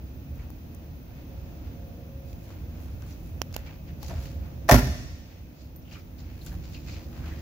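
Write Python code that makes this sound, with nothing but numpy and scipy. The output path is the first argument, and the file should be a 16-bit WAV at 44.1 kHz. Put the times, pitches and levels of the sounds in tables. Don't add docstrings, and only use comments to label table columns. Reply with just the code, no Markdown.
import sys
import numpy as np
from scipy import signal
from scipy.fft import rfft, irfft, next_fast_len
from scipy.io import wavfile
from scipy.ndimage import map_coordinates

SR = 44100
rng = np.random.default_rng(int(sys.argv[2]) if len(sys.argv) > 2 else 0)


def how_loud(loudness_db):
    steps = np.asarray(loudness_db, float) / 20
    return 10 ** steps


def store_pcm(level_fs):
    pcm = np.round(np.clip(level_fs, -1, 1) * 32767).astype(np.int16)
    wavfile.write(sys.argv[1], SR, np.atleast_2d(pcm).T)


N = 327129

# frequency_hz, density_db
RUMBLE_SPECTRUM = [(15, -49), (25, -26.5), (46, -6.5), (70, 0), (85, -2.5), (100, -9), (140, -11),
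                   (170, -15.5), (220, -44), (370, -120)]
# frequency_hz, density_db
RUSH_SPECTRUM = [(100, -15.5), (170, -1), (194, -7.5), (248, -3), (282, -6.5), (317, -7), (398, -17.5),
                 (552, -15.5), (1080, -28), (2450, -31.5), (4640, -36), (6440, -35.5), (8500, -55),
                 (11000, -81), (18700, -120)]
# frequency_hz, density_db
HISS_SPECTRUM = [(4940, -64), (8000, -38), (8700, -33), (11800, -13.5), (13800, -14.5), (14400, -9),
                 (15000, 1), (15300, -5.5), (15740, -7.5), (15800, -35.5)]
# centre_hz, width_hz
DUCT_RESONANCES = [
    (543, 5),
    (2550, 200),
    (694, 5),
    (480, 6),
]
# frequency_hz, likeness (-1 to 1)
DIFFUSE_LIKENESS = [(60, 0.91), (180, 0.98), (550, 0.54), (1650, -0.3), (4970, 0.0056), (15000, -0.087)]
# frequency_hz, left_minus_right_db
BACKGROUND_BALANCE = [(60, -1.5), (180, -0.5), (550, -3.0), (1650, -4), (4970, 0.5), (15000, 5.5)]
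# time_s, level_db
FLOW_LEVEL = [(0.0, -1.5), (0.39, 0.5), (.85, -0.5), (1.05, -4), (1.4, 2), (1.9, -0.5), (2.3, -0.5),
              (2.75, 1), (3.0, 1), (3.5, 3.5), (3.7, -2.5), (4.17, 3), (4.55, 0.5), (4.87, 8), (5.23, -1.5),
              (6.49, 0), (7.17, 1), (7.42, 5.5)]
# centre_s, half_width_s, level_db
DUCT_BEAMS = [(1.9, 0.64, -61.5), (3.0, 0.97, -73), (4.3, 0.51, -59.5), (7.4, 0.6, -61)]
# time_s, level_db
FAR_FAN_LEVEL = [(0, -75), (5.9, -72), (6.5, -53.5), (7.0, -52.5), (7.42, -49.5)]
# centre_hz, width_hz, level_db
FAR_FAN_TONES = [(228, 40, -0.5), (324, 60, -0.5)]
# frequency_hz, rms_db
BALLAST_LINES = [(14783, -81), (14847, -78), (14906, -81), (14966, -79), (15014, -79), (15084, -80),
                 (15149, -80), (15563, -88)]
# frequency_hz, t60_s
HALL_DECAY = [(60, 1.2), (250, 1.1), (800, 0.65), (3000, 1.33), (6000, 1.27), (9000, 1.24), (12000, 0.74)]
# frequency_hz, level_db
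HALL_COLOUR = [(40, -8), (120, -8), (250, -5), (1000, -3.5), (5000, 2), (9000, -4), (15000, -2)]
# frequency_hz, level_db
PORT_RESPONSE = [(1500, 3.5), (3000, -1.5), (5800, 1.5), (7300, -1.5), (8500, -25), (10000, -10),
                 (12000, -6), (15000, -4), (16500, -7)]
# frequency_hz, likeness (-1 to 1)
NEAR_LIKENESS = [(60, 0.93), (180, 1), (550, 0.85), (1650, 0.077), (4970, 0.0034), (15000, 0.08)]
# frequency_hz, likeness (-1 to 1)
SNAP_LIKENESS = [(500, 0.46), (5000, 0.6), (15000, 0.28)]
# frequency_hz, left_minus_right_db
BODY_SHADOW = [(60, -3.5), (150, -0.5), (380, -2.5), (950, -1.5), (2380, 1), (5980, 6.5), (15000, 11.5)]
# peak_s, length_s, level_db, contact (0 instep, 1 heel, 2 toe)
SOLE_DRAGS = [(.406, 0.11, -55.5, 0.26), (1.1, 0.086, -61, 0.42), (1.19, 0.11, -63.5, 1),
              (1.67, 0.21, -59.5, .6), (2.29, 0.13, -69, 2), (2.51, 0.15, -56, 0.49), (2.77, 0.2, -59, .2),
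              (2.9, 0.12, -74, 0.18), (3.116, 0.089, -60, 1.6), (3.29, 0.087, -76, .5),
              (3.89, 0.065, -58, 1), (1.47, .1, -64, .3), (4.17, 0.14, -55.5, .4), (4.256, 0.12, -55, 1.45),
              (4.44, 0.13, -56.5, 0.11), (5.32, .2, -60.5, 0.85), (5.61, 0.13, -64, 2),
              (5.94, 0.1, -51.5, 1.2), (6.3, 0.3, -61, 1.1), (6.534, 0.11, -58, 0.12),
              (6.66, 0.16, -57, 1.5), (6.97, 0.07, -56, 0.37), (7.17, 0.19, -54.5, 0.45),
              (7.27, 0.16, -50.5, 0.42), (7.39, 0.18, -59.5, 1.2)]
# peak_s, length_s, level_db, contact (0
SOLE_SCUFFS = [(3.023, 0.076, -56.5, 0.23), (3.542, 0.0087, -43.5, 1.6), (3.572, 0.17, -54, 0.66),
               (3.668, 0.071, -48.5, 0.56), (4.033, 0.11, -52.5, 1.8), (4.1, 0.056, -47.5, 0.093),
               (6.19, .05, -61.5, 2), (6.472, 0.038, -51.5, 1.64), (6.745, 0.081, -54.5, 1.7),
               (6.885, 0.14, -49, 1.55)]
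# peak_s, length_s,
# level_db
CLOTH_RUBS = [(0.364, 0.043, -77), (2.3, .1, -72), (2.458, 0.21, -67.5), (2.825, 0.23, -66),
              (3.09, 0.21, -66), (3.266, 0.13, -68), (3.543, 0.011, -49), (3.586, 0.043, -64),
              (4.036, .02, -56), (4.086, 0.12, -59), (4.237, 0.16, -60.5), (5.607, .06, -76),
              (5.937, .16, -66.5), (6.465, 0.14, -57), (6.71, 0.13, -67), (6.91, .2, -73),
              (7.264, 0.83, -69.5)]
# centre_hz, width_hz, level_db
RUBBED_PARTS = [
    [(730, 650, 2.5), (1500, 610, -5)],
    [(2430, 1430, 0)],
    [(4520, 2000, 2), (6770, 1750, -4.5)],
    [(11500, 10000, 0)],
]
# start_s, level_db, pitch_hz
PART_TAPS = [(.357, -55, 6200), (.357, -58, 11500), (3.022, -52, 5600), (3.025, -52, 1500),
             (4.055, -50, 850), (4.09, -40.5, 190), (4.096, -42.5, 340), (4.098, -50, 1700),
             (4.109, -45.5, 950), (4.112, -41, 200), (5.976, -50, 2300), (5.996, -52, 2300),
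             (3.125, -43.5, 5800), (3.515, -52, 3420), (3.541, -43, 2620), (3.541, -42, 5000),
             (4.030, -38.5, 840), (4.063, -40, 6200), (4.083, -40, 6300), (4.092, -43, 11500),
             (4.099, -37, 684), (4.030, -48, 1040), (4.098, -42, 6000), (4.104, -45, 11500),
             (4.106, -45.5, 1350), (4.115, -35, 660), (4.131, -35, 650), (4.161, -47.5, 4970),
             (4.202, -54, 11500), (4.235, -48.5, 5780), (5.824, -52, 5500), (5.953, -40, 2380),
             (6.466, -47.5, 1510), (6.53, -45, 790)]
# start_s, level_db, pitch_hz
RUBBER_CHAFES = [(.388, -51, 2260), (5.85, -53, 2940), (5.872, -50, 2800), (5.914, -44, 2720),
                 (5.927, -49, 5340), (5.94, -47, 2850), (5.995, -54, 4900), (6.514, -51, 1620),
                 (6.741, -44, 4300), (6.762, -45, 2530), (6.915, -45, 4500), (6.955, -49, 2450),
                 (6.94, -47, 4300), (7.124, -55, 1270), (7.262, -52, 2220), (7.377, -53, 1850),
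                 (5.953, -46, 1327), (6.412, -46, 4100), (6.742, -42, 2790), (6.874, -45, 2370),
                 (6.889, -47, 2500), (6.93, -47, 2450), (6.885, -51, 4360), (7.235, -47, 1500),
                 (7.31, -45, 1800)]
# start_s, peak_db, knock_db, bright_db, left_minus_right_db
DRY_CLICKS = [(0.5033, -43, 2.5, 12, 11), (0.7482, -47, -16, 12, 18), (2.33, -48, -14, -18, -16),
              (2.5046, -49.5, 13.5, -14, 0.5), (3.022, -46.5, 3, -15, 4), (3.423, -39, -14, -5, 4),
              (3.5272, -43, 1, -12.5, 7), (3.6645, -49, -17, -35, 0), (4.03, -35, -8.5, -3.5, 7.5),
              (4.2354, -50, -12, -13.5, 3), (5.7605, -49, -12, -4, 2.5), (6.4636, -35.5, -21, 1, 8),
              (.357, -55, -20, 8, 12), (.382, -60, -20, 8, 10)]
# start_s, level_db
KEY_TOUCHES = [
    (5.7607, -50),
    (6.87, -65),
]
# frequency_hz, level_db, t60_s
KEY_PAIR = [(13535, 0, .15), (13563, -3, .13)]
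# start_s, level_db, left_minus_right_db, scrape_db, push_to_crack_s
CATCH_SNAPS = [
    (3.4175, -13, -18, -15, .0001),
    (3.5643, -18, -14.5, 0.5, .0004),
]
# frequency_hz, density_db
CATCH_SPECTRA = [
    [(120, -8), (500, 0.5), (987, -1), (2240, -13), (3190, -4), (3800, -22.5), (4450, -8.5), (5000, -16),
     (5400, -1.5), (5900, -1.5), (6350, -14), (6870, -8.5), (8200, -43), (10000, -21), (12000, -29),
     (14000, -13), (16500, -39)],
    [(120, -10), (500, 7.5), (1800, -7), (2600, -6), (3500, -12.5), (4600, -9.5), (6140, -20),
     (6780, -10.5), (8200, -25), (10500, -28), (11500, -16), (13500, -12), (15200, -15), (16500, -32.5)],
]
# start_s, pitch_hz, peak_db, time_to_peak_s
DOOR_HEAVES = [(4.717, 56.5, -10, .026), (4.813, 63, -22, .018), (4.855, 71, -21, .03),
               (4.7125, 125, -9.5, .01), (4.7404, 113, -12, .016), (4.815, 130, -23, .02),
               (4.719, 241.6, -12, 0.0054), (4.738, 247, -14, 0.013), (4.775, 247, -17.5, 0.01),
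               (4.7385, 360, -18.5, .004), (4.715, 600, -18.5, 0.0046), (4.7395, 612, -15.5, .004),
               (4.6915, 700, -11.5, 0.0075), (4.690, 835, -18, 0.0059), (4.713, 1850, -19.5, .004)]
# start_s, ring_db, crack_db, crack_t60_s
LATCH_CONTACTS = [
    (4.682, -45.5, -42.5, 0.08),
    (4.689, -9, -26, 0.03),
    (4.694, -8, -17, 0.036),
    (4.706, -40, -32, .03),
    (4.712, -21, -12.5, 0.038),
    (4.720, -22, -25.5, 0.26),
    (4.742, -19.5, -28, 0.073),
]
# frequency_hz, level_db, t60_s
STRIKER_MODES = [(488, -16, 0.032), (549, -7, 0.063), (703, -0.5, 0.06), (840, -5, 0.057),
                 (1003, -7.5, 0.044), (1085, -4, 0.05), (1368, -8.5, 0.024), (1786, -5, 0.024),
                 (4080, -28, 0.049), (5340, -23, .04)]
# start_s, ring_db, puff_db
SEAL_LANDINGS = [
    (4.718, -10.5, -30),
    (4.7528, -20.5, -27.5),
    (4.86, -25, -35.5),
]
# frequency_hz, level_db, t60_s
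PANEL_MODES = [(178, -9.5, 0.15), (348, -17, 0.12), (390, -14.5, .15), (590, -23, 0.095), (624, -29, 0.148),
               (660, -19.5, 0.17), (800, -29, 0.13), (980, -25, 0.11), (1410, -23, 0.09)]
# start_s, level_db, t60_s
LOOSE_RATTLES = [
    (4.689, -11.5, 0.046),
    (4.713, -13, 0.28),
]
# frequency_hz, density_db
STEEL_SPECTRUM = [(180, -33), (300, 0), (486, -10.5), (603, -2.5), (749, -11), (1010, -9), (1170, -17),
                  (1390, -7.5), (1530, -13), (1810, -11), (3350, -23), (6000, -20), (8640, -35),
                  (11900, -25), (16000, -30)]

RUMBLE_DB, RUSH_DB, HISS_DB = -39.5, -47, -62.5
RUSH_FOLLOWS = 0.39
DUCT_REST_DB = -74.5
DIP_START_S, DIP_DB, DIP_FALL_S, DIP_HOLD_S, DIP_RELEASE_S = 4.64, -3, 0.14, 0.92, 0.74
DRAG_RISE, SCUFF_RISE = 0.38, 0.17
RUB_ENDS_DB, AWAY_DB = -11, -9.5
ROUNDNESS = 1.1
TAP_T60_AT_1K_S, TAP_DAMPING = 0.04, 0.6
CHAFE_LASTS, CHAFE_CLEAR, CHAFE_RISE_S = 3.9, 0.49, 0.0045
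CLICK_T60_S = 0.011
PUSH_HZ = 1800
HEAVE_SHARPNESS = 1.5
RATTLE_RISE_S, BRIGHT_DB, BRIGHT_LASTS = 0.003, -9, 1.6
TOP_HZ = 15950


def unit(x):
    return x / np.sqrt(np.mean(x ** 2) + 1e-20)


def along(points, hz):
    f, v = np.transpose(points)
    return np.interp(np.log(hz + 1), np.log(f + 1), v)


def curves(rows):
    s, *cols = np.transpose(rows)
    return [np.interp(np.arange(N) / SR, s, c) for c in cols]


def wobble(rate_hz):
    knots = rng.standard_normal(N // 128)
    return map_coordinates(knots, [np.arange(N) * min(rate_hz, 300) / SR])


def filtered(x, response):
    m = next_fast_len(x.shape[-1] + 8192)
    spectrum = rfft(x, m) * response(np.fft.rfftfreq(m, 1 / SR))
    return irfft(spectrum, m)[..., :x.shape[-1]]


def band(hz, lo_hz, hi_hz):
    return 1 / np.sqrt((1 + (lo_hz / (hz + 1)) ** 8) * (1 + (hz / hi_hz) ** 8))


def resonances(modes, hz):
    return sum(how_loud(db) / (1 + (2 * (hz - c) / w) ** 2) for c, w, db in modes)


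def rush(gain, likeness, size=None):
    def mid_side_gain(hz):
        turn = np.arccos(np.clip(along(likeness, hz), -1, 1)) / 2
        return gain(hz) * [np.cos(turn), np.sin(turn)]

    mid, side = filtered(rng.standard_normal((2, size or N)), mid_side_gain)
    return unit(np.array([mid + side, mid - side]))


def sides(db):
    return how_loud(np.array([db / 2, -db / 2]))


def add(into, s, x):
    part = into[..., round(s * SR):][..., :x.shape[-1]]
    part += x[..., :part.shape[-1]]


def ring(modes, t, attack_s, scatter_db):
    tones = 0
    for hz, db, t60 in modes:
        level = how_loud(db + rng.normal(0, scatter_db) - 60 * t / t60)
        tones = tones + level * np.sin(2 * np.pi * hz * t)
    return tones * (1 - np.exp(-t / attack_s))


def whine():
    t, drift = np.arange(N) / SR, 0.6 * wobble(8)
    starts = 2 * np.pi * rng.random((len(BALLAST_LINES), 2, 1))
    lines = sum(how_loud(db) * np.sin(2 * np.pi * hz * t + drift + start)
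                for (hz, db), start in zip(BALLAST_LINES, starts))
    return np.sqrt(2) * how_loud(1.2 * wobble(5)) * lines


def ducts():
    low, high, mate, under = (rush(lambda hz: resonances([(c, w, 0)], hz), DIFFUSE_LIKENESS)
                              for c, w in DUCT_RESONANCES)
    t = np.arange(N) / SR
    beam = how_loud(DUCT_REST_DB) + sum(how_loud(db) * np.exp(-((t - s) / width) ** 2) for s, width, db in DUCT_BEAMS)
    return beam * (low + how_loud(-5) * mate + how_loud(-5.5) * under) + how_loud(-71.5 + 1.9 * wobble(2.3)) * high


def air():
    flow_db, = curves(FLOW_LEVEL)
    rumble_level = how_loud(RUMBLE_DB + flow_db + 0.6 * wobble(2.8) + 1.4 * wobble(9))
    rumble = rumble_level * rush(lambda hz: how_loud(along(RUMBLE_SPECTRUM, hz)), DIFFUSE_LIKENESS)
    body_level = how_loud(RUSH_DB + RUSH_FOLLOWS * flow_db + 0.53 * wobble(2.5))
    body = body_level * rush(lambda hz: how_loud(along(RUSH_SPECTRUM, hz)), DIFFUSE_LIKENESS)
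    hiss = how_loud(HISS_DB) * rush(lambda hz: how_loud(along(HISS_SPECTRUM, hz)), DIFFUSE_LIKENESS)
    fan = how_loud(curves(FAR_FAN_LEVEL)[0]) * rush(lambda hz: resonances(FAR_FAN_TONES, hz), DIFFUSE_LIKENESS)
    dip_times = np.cumsum([DIP_START_S, DIP_FALL_S, DIP_HOLD_S, DIP_RELEASE_S])
    dip_db, = curves(np.transpose([dip_times, [0, DIP_DB, DIP_DB, 0]]))
    everything = rumble + body + fan + ducts() + hiss + whine()
    return how_loud(dip_db) * filtered(everything, lambda hz: sides(along(BACKGROUND_BALANCE, hz)))


def hall(x):
    noise = rush(np.ones_like, DIFFUSE_LIKENESS, size=SR * 3 // 2)
    hz, t, z = signal.stft(noise, SR, nperseg=512)
    decay_db = along(HALL_COLOUR, hz)[:, None] - 60 * t / along(HALL_DECAY, hz)[:, None]
    tail = signal.istft(z * how_loud(decay_db), SR, nperseg=512)[1]
    late = np.pad(tail / np.linalg.norm(tail[0]), ((0, 0), (round(0.008 * SR), 0)))
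    return signal.fftconvolve(x.mean(axis=0)[None], late, axes=1)[:, :N]


def pressure(rubs):
    out, late = np.zeros((len(RUBBED_PARTS), N)), np.arange(-SR // 2, SR // 2) / SR
    for s, length, db, rise, shares in rubs:
        shape = np.maximum(-late / rise, late / (1 - rise)) / length
        near = np.flatnonzero((shape < 3) & (late > -s))
        add(out, s + late[near[0]], np.outer(shares, how_loud(db + RUB_ENDS_DB * shape[near] ** ROUNDNESS)))
    return out


def scuffs():
    rubs = []
    for rows, rise in ((SOLE_DRAGS, DRAG_RISE), (SOLE_SCUFFS, SCUFF_RISE)):
        for s, length, db, place in rows:
            shares = [*how_loud(AWAY_DB * np.abs(np.arange(3) - place)), 0]
            rubs.append((s, length, db, rise, shares))
    rubs += [(*row, DRAG_RISE, [0, 0, 0, 1]) for row in CLOTH_RUBS]
    cycle = np.cumsum(78 * how_loud(1.6 * wobble(25))) / SR % 1
    slips = (0.77 + np.exp(-cycle / 0.59)) * how_loud(0.6 * wobble(45) + 1.6 * wobble(260))
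    noise = slips * rush(lambda hz: how_loud(0.58 * along(PORT_RESPONSE, hz)), NEAR_LIKENESS)
    out = np.zeros((2, N))
    for press, modes, trim_db in zip(pressure(rubs), RUBBED_PARTS, (-0.5, -1.0, 2.5, 3.0)):
        part = unit(filtered(noise, lambda hz: resonances(modes, hz)))
        out += press * how_loud(trim_db + 1.0 * wobble(40)) * part
    return sides(0.6)[:, None] * out


def taps():
    out, t = np.zeros((2, N)), np.arange(SR // 6) / SR
    kinds = ((PART_TAPS, 1, 1, 0.00052, 0.45), (RUBBER_CHAFES, CHAFE_LASTS, CHAFE_CLEAR, CHAFE_RISE_S, 0.9))
    for rows, lasts, clear, rise_s, grit in kinds:
        for s, db, hz in rows:
            t60 = lasts * TAP_T60_AT_1K_S * (1000 / hz) ** TAP_DAMPING
            rough = rush(lambda f: resonances([(hz, 0.25 * hz, 0)], f), SNAP_LIKENESS, size=len(t))
            tone = clear * np.sin(2 * np.pi * hz * t) + grit * rough
            envelope = how_loud(db - 60 * t / t60) * (1 - np.exp(-t / rise_s))
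            add(out, s, sides(0.7 * along(BODY_SHADOW, hz))[:, None] * envelope * tone)
    return out


def clicks():
    out, t = np.zeros((2, N)), np.arange(SR // 40) / SR
    for s, db, knock_db, bright_db, lean_db in DRY_CLICKS:
        def tone(hz):
            edge = how_loud(bright_db + 11.0) * band(hz, 9300, 19000)
            return how_loud(along(PORT_RESPONSE, hz)) * (band(hz, 2000, 8450) + edge)

        crack = rush(tone, SNAP_LIKENESS, size=len(t)) * how_loud(-60 * t / CLICK_T60_S)
        knock = how_loud(knock_db + 10 - 60 * t / 0.0023) * np.sin(2 * np.pi * 650 * t)
        add(out, s, how_loud(db - 1.7) * sides(lean_db)[:, None] * (crack + knock))
    for s, db in KEY_TOUCHES:
        add(out, s, how_loud(db) * ring(KEY_PAIR, np.arange(SR // 4) / SR, 0.00056, scatter_db=0.7))
    return out


def snaps():
    size = 2048
    out, t = np.zeros((2, N)), np.arange(size) / SR
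    fold = np.r_[1, np.full(size // 2 - 1, 2), np.zeros(size // 2)]
    hz = np.fft.rfftfreq(size, 1 / SR)
    low = 1 / (1 + (hz / PUSH_HZ) ** 2)
    for way, (s, db, lean_db, scrape_db, late), spectrum in zip((1, -1), CATCH_SNAPS, CATCH_SPECTRA):
        gain = how_loud(along(spectrum, hz))
        cepstrum = irfft(np.log(gain * (1 - low) + 1e-6))
        pulse = irfft(np.exp(rfft(cepstrum * fold)))
        push = np.roll(irfft(gain * low), size // 2)
        scrape = how_loud(scrape_db - 9.5 - 60 * t / 0.008) * rng.standard_normal((2, size))
        crack = way * pulse + signal.fftconvolve(scrape, pulse[None], axes=1)[:, :size]
        level = how_loud(db) * sides(lean_db)[:, None] / (push.max() + np.abs(pulse).max())
        add(out, s - size / 2 / SR, level * way * push)
        add(out, s + late, level * crack)
    return out


def heaves():
    out, t = np.zeros(N), np.arange(SR // 2) / SR
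    for s, hz, db, swell in DOOR_HEAVES:
        envelope = (t / swell * np.exp(1 - t / swell)) ** HEAVE_SHARPNESS
        add(out, s, -how_loud(db) * envelope * np.sin(2 * np.pi * hz * t))
    return out


def latch():
    rings, crack, t = np.zeros(N), np.zeros(N), np.arange(SR // 2) / SR
    for s, ring_db, crack_db, t60 in LATCH_CONTACTS:
        add(rings, s, how_loud(ring_db) * ring(STRIKER_MODES, t, 0.0013, scatter_db=3.0))
        add(crack, s, how_loud(crack_db - 60 * t / t60))
    return rings, crack


def seal():
    out, t = np.zeros(N), np.arange(SR // 2) / SR
    puff = rush(lambda hz: band(hz, 60, 250), [(100, 0.71)])[0]
    for s, db, puff_db in SEAL_LANDINGS:
        envelope = how_loud(puff_db - 60 * t / 0.38) * (1 - np.exp(-t / 0.0037))
        add(out, s, envelope * puff[round(s * SR):][:len(t)])
        add(out, s, -how_loud(db) * ring(PANEL_MODES, t, 0.006, scatter_db=1.5))
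    return out


def steel(crack):
    loose, t = np.zeros((2, N)), np.arange(SR // 2) / SR
    for s, db, t60 in LOOSE_RATTLES:
        both_t60 = t60 * np.array([[1], [BRIGHT_LASTS]])
        add(loose, s, how_loud(db - 60 * t / both_t60) * (1 - np.exp(-t / RATTLE_RISE_S)))
    bright = rush(lambda hz: how_loud(along(STEEL_SPECTRUM, hz)) * band(hz, 1660, 21000), NEAR_LIKENESS)
    dull = rush(lambda hz: how_loud(along(STEEL_SPECTRUM, hz)) * band(hz, 290, 1800), NEAR_LIKENESS)
    shake = how_loud(4.0 * wobble(200))
    bright_level = crack + shake * how_loud(BRIGHT_DB - 7.5) * loose[1]
    dull_level = 0.55 * crack + shake * how_loud(-4.5) * loose[0]
    return bright_level * bright + dull_level * dull


def door():
    rings, crack = latch()
    slam = heaves() + rings + seal() + steel(crack)
    return filtered(slam, lambda hz: sides(along(BODY_SHADOW, hz)))


def scene():
    slam, small = door(), clicks() + taps() + snaps()
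    answer = hall(how_loud(-11.5) * slam + how_loud(-33.5) * small)
    return slam + small + answer + scuffs() + air()


def roll_off(x):
    return signal.sosfilt(signal.butter(12, 17140, fs=SR, output="sos"), x)


def record(dry):
    limited = filtered(dry, lambda hz: np.where(hz < TOP_HZ, 1, how_loud(-40)))
    rounded = limited / (1 + np.abs(limited / 0.99) ** 6) ** (1 / 6)
    return roll_off(rounded)


dry = scene()
out = record(dry)
store_pcm(out)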